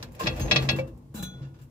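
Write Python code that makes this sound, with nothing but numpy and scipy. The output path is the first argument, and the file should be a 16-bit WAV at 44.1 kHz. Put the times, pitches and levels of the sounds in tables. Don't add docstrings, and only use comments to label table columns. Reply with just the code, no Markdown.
import sys
import numpy as np
from scipy import signal
from scipy.fft import rfft, irfft, next_fast_len
from scipy.io import wavfile
from scipy.ndimage import uniform_filter1d

SR = 44100
rng = np.random.default_rng(int(sys.argv[2]) if len(sys.argv) > 2 else 0)


def wrap_up_sound(samples):
    columns = np.atleast_2d(samples).T
    tamed = np.clip(columns, -1, 1)
    steps = np.round(tamed * 32767).astype(np.int16)
    wavfile.write(sys.argv[1], SR, steps)


N = 74970

# frequency in Hz, left-right correlation (1 is identical).
LIKENESS = [(100, 1), (250, 0.91), (500, 0.61), (1200, -0.13), (4000, -0.032), (14000, -0.14)]
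# frequency in Hz, relative level in dB.
CLATTER_SPECTRUM = [(290, -42), (500, -8), (1350, -15.5), (1960, -2.5), (2130, -8), (2610, 3), (2930, -9.5),
                    (4980, -7.5), (6270, -17), (15500, -66.5)]


def amp(db):
    return 10 ** (np.asarray(db) / 20)


def unit(x):
    return x / np.sqrt(np.mean(x ** 2) + 1e-20)


def along(points, hz):
    f, v = np.transpose(points)
    return np.interp(np.log(hz + 1), np.log(f + 1), v)


def filtered(x, response):
    m = next_fast_len(N + SR // 2)
    spectrum = rfft(x, m) * response(np.fft.rfftfreq(m, 1 / SR))
    return irfft(spectrum, m)[..., :N]


def rush(gain, grain_db=0):
    grain = amp(grain_db * unit(uniform_filter1d(rng.standard_normal(N), size=40)))
    noise = grain * rng.standard_normal((2, N))

    def mid_side_gain(hz):
        turn = np.arccos(np.clip(along(LIKENESS, hz), -1, 1)) / 2
        return gain(hz) * [np.cos(turn), np.sin(turn)]

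    mid, side = filtered(noise, mid_side_gain)
    return unit(np.array([mid + side, mid - side]))


def swell(s, rise, t60):
    t = np.maximum(np.arange(N) / SR - s, 0)
    return (1 - np.exp(-t / abs(rise))) * amp(-60 * t / abs(t60))


def waver(db, size, count=1):
    drift = uniform_filter1d(rng.standard_normal((count, N)), size=size)
    drift = uniform_filter1d(drift, size=size)
    return amp(db * unit(drift))


def ports(modes):
    gap = np.arccos(np.clip(along(LIKENESS, np.transpose(modes)[0]), -1, 1))
    signed_gap = gap * rng.choice([-1, 1], size=len(gap))
    return np.outer(signed_gap, [.5, -.5]) + 2 * np.pi * rng.random((len(gap), 1))


def ring(modes, phases, rise, scale=1, tilt_db=0, length_s=0.3, scatter_db=3.0):
    hz, db, t60 = np.transpose(modes)[:, :, None]
    t = np.arange(round(length_s * SR)) / SR
    tilt = tilt_db * np.log2(hz / 3000)
    size = amp(db + tilt + scatter_db * rng.standard_normal(hz.shape))
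    waves = np.exp(2j * np.pi * hz * t - np.log(1000) * t / abs(t60 * scale))
    onset = 1 - np.exp(-t / abs(rise))
    return onset * ((size * np.exp(1j * phases)).T @ waves).imag


def add(out, s, x):
    part = out[:, round(s * SR):][:, :x.shape[1]]
    part += x[:, :part.shape[1]]


def garage_hum():
    # frequency in Hz, relative level in dB.
    hum_spectrum = [(18, -30.5), (30, -19), (138, -0.5), (165, -26), (303, -16), (473, -41.5), (554, -34),
                    (632, -43), (988, -33), (1350, -46.5), (16000, -53)]
    return amp(-50) * rush(lambda hz: amp(along(hum_spectrum, hz)))


def garage(x):
    # frequency in Hz, t60 in seconds.
    reverb_times = [(200, .5), (2000, 0.2), (10000, 0.017)]
    hz, t, z = signal.stft(rng.standard_normal((2, SR // 2)), SR, nperseg=256)
    decay = amp(-60 * t / along(reverb_times, hz)[:, None])
    tail = signal.istft(z * decay, SR, nperseg=256)[1]
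    return signal.fftconvolve(x, tail / np.linalg.norm(tail[0]), axes=1)[:, :N]


def drum():
    # frequency in Hz, level in dB, t60 in seconds.
    drum_modes = [(592.6, -13, .15), (815, -6.5, 0.85), (1377, -7.5, 0.19), (1450, -3, 0.77),
                  (2445, -12, 0.27), (3416, -1.5, 0.44), (3680, -5, 0.11), (3960, -1, 0.19),
                  (4030, -10.5, 0.38), (5880, -5, 0.052), (6280, -10.5, 0.26), (6775, -11, 0.1),
                  (7600, -17, 0.076), (7760, -2, 0.038)]
    # start in seconds, level in dB, tilt in dB per octave.
    taps = [(1.191, -45.5, -2.5), (1.229, -42.5, 6)]
    # start in s, level in dB, rise time constant in s, t60 in s.
    drags = [(1.142, -76.5, .015, 0.29), (1.222, -75.5, 0.0038, 0.094)]
    phases = ports(drum_modes)
    gains = waver(1.5, size=400, count=len(drum_modes))
    out = np.zeros((2, N))
    drag_level = sum(amp(db) * swell(s, rise, t60) for s, db, rise, t60 in drags)
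    force = rng.standard_normal(N) * waver(6.5, size=30)[0] * drag_level
    for mode, phase, gain in zip(drum_modes, phases, gains):
        push = force.copy()
        for s, db, tilt_db in taps:
            tilt = tilt_db * np.log2(mode[0] / 3000)
            push[round(s * SR)] += amp(db + tilt + rng.normal(0, 1.17))
        answer = ring([mode], phase[None], 0.0018, length_s=.6, scatter_db=1.5)
        out += gain * signal.fftconvolve(push[None], answer, axes=1)[:, :N]
    return out


def scuffs():
    # start in s, level in dB, rise time constant in s, t60 in s, treble in dB, middle in dB.
    puffs = [(0.0262, -43.5, 0.0017, 0.084, -1.5, 6), (0.118, -57, .003, 0.099, 3.5, -7),
             (0.149, -50.5, 0.00116, 0.049, 0.5, -0.5), (0.193, -38.5, 0.0041, 0.45, -4.5, 3.5),
             (0.361, -50, 0.0037, 0.14, 0.5, -4), (0.394, -46.5, 0.003, 0.2, 4.5, 5),
             (0.621, -50, 0.0025, 0.15, 4, 13), (.708, -43, 0.0027, 0.086, 1, -7),
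             (0.759, -47, 0.0047, 0.15, 1, 8.5), (0.789, -46, 0.0073, 0.057, -7, 11),
             (0.872, -62.5, 0.0035, 0.11, 4.5, 8), (0.972, -66.5, 0.0032, 0.078, 5.5, -1),
             (1.141, -39, .012, .31, 0, -3.5), (1.225, -37, 0.0014, .11, -0.5, -6),
             (1.415, -58.5, 0.022, 0.18, -36, 12), (1.54, -67, 0.0033, 0.23, -12.5, 6.5),
             (1.587, -60, 0.0073, 0.14, -5.5, 2), (1.613, -55.5, 0.018, 0.11, 4.5, 2)]
    # frequency in Hz, relative level in dB.
    grit_spectrum = [(350, -42), (600, 1.5), (1500, 4.5), (4000, -1.5), (7500, -6), (9000, -21),
                     (11000, -13.5), (12500, -17), (13600, -14), (15300, -16), (15900, -23)]
    split_hz, grain_db = 8000, 2
    unevenness_db, spacing_hz = 4.0, 41
    knots = rng.standard_normal(SR // 20)

    def colour(hz):
        metal = amp(unevenness_db * np.interp(hz / spacing_hz, np.arange(len(knots)), knots))
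        return metal * amp(along(grit_spectrum, hz))

    treble = rush(lambda hz: colour(hz) / (1 + (split_hz / (hz + 1)) ** 6), grain_db)
    middle = rush(lambda hz: colour(hz) / (1 + (hz / split_hz) ** 6), grain_db)
    out = np.zeros((2, N))
    for s, db, rise, t60, treble_db, middle_db in puffs:
        balance = amp(treble_db) * treble + amp(middle_db) * middle
        out += amp(db) * swell(s, rise, t60) * balance
    return out


def body(hz):
    # frequency in Hz, bandwidth in Hz, level in dB.
    body_tones = [(80.6, 12, -8.5), (134.1, 8.9, 0.5), (190.3, 14, -9), (239.9, 10, -7.5),
                  (330.1, 16.7, -9.5), (455.3, 48.6, -19), (532, 26, -18), (627, 88, -26), (860, 57, -27),
                  (1065, 110, -30.5)]
    response = 0
    for k, (centre, width, db) in enumerate(body_tones):
        damping = 1j * hz * width
        response = response + (-1) ** k * amp(db) * damping / (centre * centre - hz * hz + damping)
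    return response


def jack():
    # time in s, body level in dB, grinding level in dB, deepest tone's level in dB.
    shove = [(0.0, -42, -49.5, -67), (0.104, -45.5, -61, -45), (0.195, -49, -51, -66),
             (0.25, -27.5, -65, -45), (0.382, -38.5, -39.5, -34.5), (0.407, -32.5, -45.5, -41),
             (0.454, -29, -41, -28), (0.498, -35, -41, -32), (0.53, -25.5, -35.5, -36.5),
             (0.644, -30, -39.5, -38), (0.704, -33.5, -47, -35), (0.742, -26.5, -42, -65),
             (0.781, -33.5, -69, -52), (0.877, -39.5, -85, -40), (0.908, -43.5, -83, -42.5),
             (1.108, -55.5, -80, -56), (1.153, -46, -75.5, -45), (1.189, -40.5, -71, -50),
             (1.226, -43, -78, -40.5), (1.32, -51.5, -63, -51), (1.414, -46, -60.5, -54),
             (1.562, -53.5, -81, -67), (1.676, -56.5, -91, -51.5), (1.7, -55, -73, -62)]
    # start in s, level in dB, favoured tone in Hz, its t60 in s,
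    # push on all body tones in dB.
    jolts = [(.198, -25.5, 1053, .14, -47), (.203, -33, 459, 0.22, -63), (.235, -40, 138, 0.18, -31),
             (0.268, -49, 237, 0.071, -56), (.29, -31.5, 512.7, 0.42, -49), (.402, -18, 86, 0.16, -30.5),
             (.405, -44, 6400, .25, -68), (0.441, -24, 319.4, 0.12, -42), (.445, -32, 519.5, 0.23, -57),
             (0.513, -26.5, 139.3, 0.44, -29), (0.558, -26.5, 328.8, 0.18, -40.5),
             (.62, -40, 120, 0.31, -63), (.69, -27.5, 242.4, 0.13, -37), (.77, -23, 133, 0.31, -46),
             (.786, -24.5, 2300, 0.067, -58), (.785, -23, 529, 0.19, -40), (1.142, -35, 321, 0.091, -40),
             (1.144, -33, 212.7, 0.18, -50), (1.19, -34.5, 185, 0.49, -56),
             (1.227, -28.5, 150.5, 0.21, -37), (1.26, -41, 239.7, 0.35, -51.5),
             (1.41, -35, 136, 0.41, -59.5), (1.601, -43.5, 138.1, 0.65, -56)]
    # frequency in Hz, relative level in dB.
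    grind_spectrum = [(290, -34), (500, -5.5), (1260, -23.5), (2420, -22.5), (2670, -24), (3090, -30),
                      (6450, -32), (8990, -45), (12000, -39), (15800, -47)]
    deep_hz, deep_half_width_hz = 53.8, 7
    s, body_db, grind_db, deep_db = np.transpose(shove)
    t = np.arange(N) / SR
    out = amp(np.interp(t, s, body_db)) * rush(body)
    deep = rush(lambda hz: 1 / (1 + ((hz - deep_hz) / deep_half_width_hz) ** 2))
    out += amp(np.interp(t, s, deep_db)) * deep
    grinding = rush(lambda hz: amp(along(grind_spectrum, hz)), grain_db=4)
    out += amp(np.interp(t, s, grind_db)) * grinding
    tones, push = np.zeros((2, N)), np.zeros(N)
    for s0, db, hz, t60, push_db in jolts:
        tone = [(hz, db, t60)]
        add(tones, s0, ring(tone, ports(tone), 0.0061, scatter_db=3.5))
        push[round(s0 * SR)] = amp(push_db) * SR / 60
    return out + tones * waver(1.5, size=300) + filtered(push, body)


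def small_modes(count):
    u = rng.random((count, 2))
    hz = 500 + 9000 * u[:, 0] ** 1.4
    t60 = 0.077 * (0.75 + 0.61 * u[:, 1]) * (hz / 3000) ** -.3
    return np.transpose([hz, along(CLATTER_SPECTRUM, hz), t60])


def clanks():
    # start in s, level in dB, rise time constant in s, ring time scale, tilt in dB per octave.
    blows = [(0.0263, -35.5, 0.00091, 0.31, 16.5), (0.147, -52.5, 0.0011, 0.32, -4),
             (.2013, -50, 0.0029, 0.34, -5), (.2083, -32, 0.0013, 0.2, -8), (.2347, -33, 0.0014, 0.57, 7),
             (.259, -29, 0.0016, 0.65, -2.5), (.269, -15, 0.0019, 0.61, 1), (.372, -42.5, 0.0023, .8, -5.5),
             (.3955, -38, 0.0017, 1, 3.5), (.414, -37, .002, 0.59, 4.5), (0.481, -39.5, 0.00071, 0.69, -4),
             (.5112, -10, 0.0019, 0.69, 2), (.5591, -12, 0.0017, 0.67, 2.5), (.624, -41, 0.0036, 0.64, 3.5),
             (.688, -14, 0.0018, .75, 2), (.786, -36, 0.0011, 0.55, -6)]
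    # frequency in Hz, level in dB, t60 in s before scaling.
    steel_modes = [(855, -9.5, 0.15), (1172, -10, 0.13), (1665, -9.5, 0.22), (2000, -22, .12),
                   (2299, -14.5, .08), (2530, 4.5, 0.052), (2609, -1, .07), (2682, -10, 0.31),
                   (2820, -15.5, 0.05), (3100, -14, 0.057), (3340, -4, 0.13), (3750, -1.5, 0.06),
                   (3905, -6, 0.1), (4263, -5, 0.15), (4937, -9.5, .08), (5006, -11.5, 0.07),
                   (5330, -8.5, .06), (5750, -12.5, 0.09)]
    rebound_s, rebound_db = 0.0054, -3
    loose = .008
    crack_db, crack_t60, crack_rise_s = -10, 0.01212, .0005
    count = len(steel_modes)
    out, small = np.zeros((2, N)), small_modes(count=140)
    phases, small_phases = ports(steel_modes), ports(small)
    crack = rush(lambda hz: amp(along(CLATTER_SPECTRUM, hz)))
    for s, db, rise, scale, tilt_db in blows:
        add(out, s, amp(db - 6.5) * ring(steel_modes, phases, rise, scale, tilt_db))
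        for k in (1, 2, 3):
            late = s + rebound_s * (k + rng.uniform(-0.19, 0.3015))
            shift = np.outer(rng.standard_normal(count), [loose, 0, 0])
            shifted = np.array(steel_modes) * (1 + shift)
            new_phases = phases + 2 * np.pi * rng.random((count, 1))
            rebound = ring(shifted, new_phases, rise, scale, tilt_db)
            add(out, late, amp(db - 12.5 + k * rebound_db) * rebound)
        clatter = ring(small, small_phases, 2 * rise, scale, tilt_db, length_s=0.033, scatter_db=1)
        add(out, s, amp(db - 8) * clatter)
        out += amp(db + crack_db) * crack * swell(s, crack_rise_s, crack_t60)
    return out


def scene():
    steel = clanks() + scuffs()
    reverb = amp(-12) * garage(steel)
    return steel + reverb + drum() + jack() + garage_hum()


def record(dry):
    # frequency in Hz, level of left over right in dB.
    left_over_right = [(120, 0.5), (300, 3), (1000, -1), (2800, 0.5), (5500, 3.5), (10000, 0)]
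    bass_cut_hz, fade_hz, top_hz = 48.2, 15600, 16400

    def response(hz):
        side = amp(np.outer([.5, -.5], along(left_over_right, hz)))
        treble = (hz < top_hz) / (1 + (hz / fade_hz) ** 90)
        bass = 1 / (1 + (bass_cut_hz / (hz + 1)) ** 8)
        return side * treble * bass

    return filtered(dry, response)


dry = scene()
out = record(dry)
wrap_up_sound(out)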